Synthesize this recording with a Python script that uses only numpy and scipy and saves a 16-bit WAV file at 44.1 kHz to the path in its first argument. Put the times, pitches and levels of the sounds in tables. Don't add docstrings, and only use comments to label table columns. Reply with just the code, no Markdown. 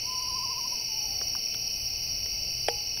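import sys
import numpy as np
from scipy import signal
from scipy.fft import rfft, irfft
from scipy.io import wavfile
from scipy.ndimage import map_coordinates

SR = 44100
rng = np.random.default_rng(int(sys.argv[2]) if len(sys.argv) > 2 else 0)


def decibels_to_gain(level_db):
    exponent = np.asarray(level_db, float) / 20
    return 10 ** exponent


def materialize(psi):
    bounded = np.clip(np.atleast_2d(psi).T, -1, 1)
    quanta = np.round(bounded * 32767).astype(np.int16)
    wavfile.write(sys.argv[1], SR, quanta)


N = 132300


def seconds():
    return np.arange(N) / SR


def rms_one(x):
    return x / np.sqrt(np.mean(x ** 2) + 1e-20)


def in_time(rows):
    times, *columns = np.transpose(rows)
    return [np.interp(seconds(), times, column) for column in columns]


def at_hz(points, hz):
    point_hz, value = np.array(points).T
    return np.interp(np.log(hz + 1e-3), np.log(point_hz), value)


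def drift(rate):
    knots = rng.standard_normal(400)
    return 1.43 * map_coordinates(knots, [3 * rate * seconds() / 2], order=1)


def panned(x, pan_db):
    return x * decibels_to_gain(np.array([[pan_db / 2], [-pan_db / 2]]))


def coloured(spectrum, likeness):
    hz = np.arange(N // 2 + 1) * SR / N
    alike = np.clip(at_hz(likeness, hz) if np.ndim(likeness) else likeness, 0, 1)
    mid, side = rfft(rng.standard_normal((2, N))) * decibels_to_gain(at_hz(spectrum, hz))
    opposed = side * np.array([[1], [-1]])
    return rms_one(irfft(np.sqrt(1 + alike) * mid + np.sqrt(1 - alike) * opposed, N))


def ring(x, hz, t60):
    radius, angle = decibels_to_gain(-60 / (t60 * SR)), 2 * np.pi * hz / SR
    return signal.lfilter([0, np.sin(angle)], [1, -2 * radius * np.cos(angle), radius * radius], x + 1e-18)


def choir(centre_hz, spread_hz, rate, uneven, sag_hz, level_db, pan_db, wide_db, shift_hz=0):
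    singers, step = 48, 21
    stroke_sharp, waver_db = 1.2, 3
    t = seconds()[::step]
    pace, start, side = rng.uniform(-1, 1, (3, singers, 1))
    cycle = 1 + start + rate * (1 + np.clip(uneven, 0, .5) * pace) * t
    part = cycle % 1
    own_hz = spread_hz * np.arctanh(np.linspace(-.99, .99, singers))[:, None]
    fresh = np.take_along_axis(rng.random((singers, 400)), cycle.astype(int), axis=1)
    hz = own_hz + sag_hz * (.5 - part) + spread_hz * (7 * fresh % 1 - .5)
    knots = rng.standard_normal((singers, 13))
    waver = np.array([np.interp(4 * t, np.arange(13), row) for row in knots])
    envelope = decibels_to_gain(waver_db * waver) * np.sin(np.pi * part) ** (2 * stroke_sharp)
    tones = envelope * np.exp(2j * np.pi * (np.cumsum(hz, axis=1) * step / SR + fresh))
    singer_pan_db = pan_db + wide_db * side
    pair = np.array([np.sum(tones * decibels_to_gain(way * singer_pan_db / 2), axis=0) for way in (1, -1)])
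    lift = np.exp(2j * np.pi * np.cumsum(centre_hz + shift_hz + np.zeros(N)) / SR)
    return decibels_to_gain(level_db) * rms_one(np.real(signal.resample(pair, N, axis=1) * lift))


def crickets(swell_db, swell_hz):
    # (centre [Hz], pitch spread [Hz], mean stroke rate [1/s], half-range of rate [share,
    # at most 0.5], sag per stroke [Hz], level [dB], mean pan [dB], half-range of pan [dB])
    choir_rows = [(2180, 49, 9.0, 0.3, 10, -60.5, -2, 9), (2608, 120, 30, .15, 15, -49, -0.5, 6.5),
                  (2949, 57, 56, 0.06, 19, -50.5, 0.8, 4.5), (4305, 96, 35, .15, 85, -50, 0.5, 3.5),
                  (4672, 90, 46, .05, 107, -39.5, 1, 4.5), (5268, 210, 36, 0, 63, -41, 2, 2.5),
                  (5583, 120, 31, .15, 132, -34, 1.03, 1), (6152, 19, 24, 0.5, 100, -58.5, -32, -22)]
    steady = sum(choir(*row) for row in choir_rows[:4] + choir_rows[5:])
    swelling = choir(*choir_rows[4], shift_hz=swell_hz - swell_hz.mean())
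    return steady + decibels_to_gain(swell_db - swell_db.mean()) * swelling


def buzz(level_db):
    # (frequency [Hz], relative density [dB per Hz])
    buzz_spectrum = [(11000, -46), (12600, 13.5), (14100, 17.5), (16000, 12)]
    noise = coloured(buzz_spectrum, 0.97)
    return panned(decibels_to_gain(level_db + 0.64 * drift(15.0)) * noise, 4)


def far_katydids():
    # (frequency [Hz], relative density [dB per Hz])
    hiss_spectrum = [(6800, -106), (7600, -4.5), (8500, 0.5), (9500, 3.5), (10300, 0.5), (11500, 6),
                     (12300, 1), (14000, -28)]
    return decibels_to_gain(-55.5 + 0.97 * drift(8.0)) * coloured(hiss_spectrum, 0.89)


def haze():
    # (frequency [Hz], relative density [dB per Hz])
    haze_spectrum = [(1800, -30), (2000, -0.5), (3500, -8), (6200, 8.5), (6500, -47)]
    return decibels_to_gain(-51) * coloured(haze_spectrum, 0.95)


def murmur():
    # (frequency [Hz], relative density [dB per Hz])
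    murmur_spectrum = [(60, -6.5), (160, -8.5), (300, -14), (450, -14), (800, -12.5), (1000, -22.5),
                       (1300, -25.5), (2000, -30), (2600, -81)]
    # (frequency [Hz], correlation [0-1])
    murmur_likeness = [(100, 1), (220, 0.94), (450, 0.044), (800, 0.45), (1200, 0.074), (1800, 0.54)]
    return decibels_to_gain(-51 + 0.86 * drift(4.4)) * coloured(murmur_spectrum, murmur_likeness)


def hum():
    # (centre [Hz], width [Hz], level [dB])
    hum_bands = [(123.1, 4.5, -57), (466, 30, -64.5)]
    out = 0
    for hz, width, level_db in hum_bands:
        band = [(hz - 3 * width, -50), (hz - width / 2, 0), (hz + width / 2, 0), (hz + 3 * width, -50)]
        out = out + decibels_to_gain(level_db) * coloured(band, 0.81)
    return out


def rumble(level_db):
    # (frequency [Hz], relative density [dB per Hz])
    rumble_spectrum = [(8.8, -32), (15, -3), (48, 3), (100, -2.5), (140, -13.5), (240, -120)]
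    return decibels_to_gain(level_db) * coloured(rumble_spectrum, 0.94)


def owl():
    # (time [s], mean pitch [Hz], level before modulation [dB],
    # warble amplitude of the first harmonic [Hz], amplitude of the level swing [dB])
    whistle = [(.02, 910, -66, 0, 0), (.085, 1015, -45, 0, 0), (.19, 1005, -43, 16, .4),
               (.42, 1015, -42, 38, 1.5), (.63, 980, -42.5, 48, 5.5), (.72, 945, -48.5, 45, 12),
               (.8, 925, -54, 45, 4), (.87, 885, -61, 30, 6), (.915, 885, -53, 20, 1),
               (1.02, 845, -53, 25, 1), (1.1, 815, -53, 40, 1), (1.18, 765, -55, 45, 2),
               (1.38, 720, -59, 45, 4)]
    warble_per_s, crest_s = 13.6, .365
    slower_per_s, slower_from_s = 12.6, .733
    lean = 0.43
    hz, level_db, depth_hz, dip_db = in_time(whistle)
    t = seconds()
    turn = 2 * np.pi * warble_per_s * (t - crest_s)
    turn = turn - 2 * np.pi * (warble_per_s - slower_per_s) * np.maximum(t - slower_from_s, 0)
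    warble = np.cos(turn) + lean * np.cos(2 * turn - .6)
    on = (t > whistle[0][0]) & (t < whistle[-1][0])
    level = on * decibels_to_gain(level_db + dip_db * (np.cos(turn) - 0.5) + 1.0 * drift(11.04))
    tone = level * np.sqrt(2) * np.sin(2 * np.pi * np.cumsum(hz + depth_hz * warble) / SR)
    echo_t = np.arange(SR // 2) / SR
    trees = rng.standard_normal((2, len(echo_t))) * decibels_to_gain(-60 * echo_t / 1)
    trees = trees / np.sqrt(np.sum(trees ** 2) / 2)
    echo = signal.fftconvolve(tone[None], trees, axes=1)[:, :N]
    return panned(tone, 1) + decibels_to_gain(-14) * echo


def katydid():
    # (start [s], length before rounding to whole strokes [s], level before stroke envelope [dB], pitch [Hz])
    chirps = [(0.155, .16, -51, 11100), (0.556, .2, -57, 10900), (0.589, .16, -51.5, 11300),
              (0.954, .17, -57, 11100), (0.982, .16, -55.5, 11240), (1.349, .09, -52, 11150),
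              (1.707, .17, -55, 11020), (2.098, .17, -55.5, 11100), (2.269, .1, -54.5, 11300),
              (2.468, .13, -59, 11020), (2.608, .16, -54, 11200)]
    stroke_s, rise_hz, noise_cutoff_hz, sharp = .0345, 400, 90, 1.3
    lowpass = signal.butter(2, noise_cutoff_hz, fs=SR, output="sos")
    out = 0
    for start, length, level_db, hz in chirps:
        cycle = (seconds() - start) / stroke_s
        part = cycle % 1
        on = (cycle >= 0) & (cycle < np.round(length / stroke_s))
        level = on * decibels_to_gain(level_db) * np.sin(np.pi * part ** 0.46) ** (2 * sharp)
        rasp = signal.sosfilt(lowpass, rng.standard_normal((2, N)))
        turn = 2 * np.pi * np.cumsum(hz + rise_hz * (part - .3)) / SR
        carrier = (1 + rms_one(rasp[0])) * np.sin(turn) + rms_one(rasp[1]) * np.cos(turn)
        out = out + level * rms_one(carrier)
    return panned(out, -4)


def taps():
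    # (start [s], overall gain [dB], gain of the ringing [dB], high-pass corner [Hz],
    # spectral tilt [dB per octave], centre of the notch [Hz])
    drops = [(1.2116, -24, -31, 400, -8, 910), (1.3485, -30, -35, 960, -15, 2010),
             (1.542, -26, -12, 1360, -3.5, 1860), (2.2573, -30.5, -25, 410, -6.5, 1180),
             (2.682, -11.5, -14, 378, -3, 1125), (2.97, -34.5, 0, 1340, -4, 1940)]
    # (frequency [Hz], mean gain [dB], 60 dB decay time [s], pan [dB])
    modes = [(475, -5, 0.15, -10), (770, 11, 0.013, -2), (824, -14, 0.5, 0), (866, -19, .3, 0),
             (1830, 0, 0.015, -6)]
    # (frequency [Hz], relative density [dB])
    treble = [(3200, 3.5), (4000, -6.5), (6700, -25), (9000, -3.5), (14000, -26)]
    rise_s, fall_s = .0035, .003
    out = np.zeros((2, N + SR))
    t = np.arange(SR // 2) / SR
    envelope = np.where(t < rise_s, t / rise_s, np.exp(-(t - rise_s) / fall_s))
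    blow = 1. * (np.arange(len(t)) == int(rise_s * SR))
    for start, gain_db, ring_db, low_hz, tilt_db, gap_hz in drops:
        tilted = [(hz, db + tilt_db * np.log2(hz / low_hz)) for hz, db in treble]
        crackle = envelope * coloured([(low_hz / 2, -40), (low_hz, 0), *tilted], .6)[:, :len(t)]
        body = 0
        for hz, db, t60, pan_db in modes:
            body = body + decibels_to_gain(db + rng.standard_normal()) * panned(ring(blow, hz, t60), pan_db)
        highpass = signal.butter(4, low_hz, "high", fs=SR, output="sos")
        tap = signal.sosfilt(highpass, crackle / 2 + decibels_to_gain(ring_db) * body)
        tap = signal.lfilter(*signal.iirnotch(gap_hz, 2, SR), tap)
        first = int(start * SR)
        out[:, first:first + len(t)] += decibels_to_gain(gain_db) * tap
    return out[:, :N]


def scene():
    # (time [s],
    # 4.7 kHz choir level [dB], its centre [Hz], high buzz level [dB], low rumble level [dB])
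    swell = [(0, -42, 4630, -49, -53.5), (.4, -38, 4797, -48.5, -55), (.8, -43, 4710, -47.5, -61),
             (1.05, -41, 4650, -44.5, -52.5), (1.5, -42, 4713, -47, -57.5),
             (1.86, -42.5, 4730, -45.5, -47.5), (2.5, -41, 4730, -48, -47.5),
             (2.68, -38.5, 4756, -49, -47.5), (3, -42.5, 4630, -48, -57.5)]
    choir_db, choir_hz, buzz_db, rumble_db = in_time(swell)
    insects = crickets(choir_db, choir_hz) + buzz(buzz_db) + far_katydids() + haze() + katydid()
    low_sounds = murmur() + hum() + rumble(rumble_db)
    return insects + low_sounds + owl() + taps()


def top_cut(x):
    return signal.sosfilt(signal.butter(12, 16270, fs=SR, output="sos"), x)


def record(dry):
    hz = np.arange(N // 2 + 1) * SR / N
    mix = irfft(rfft(dry) * (hz < 15750), N)
    return top_cut(mix)


dry = scene()
out = record(dry)
materialize(out)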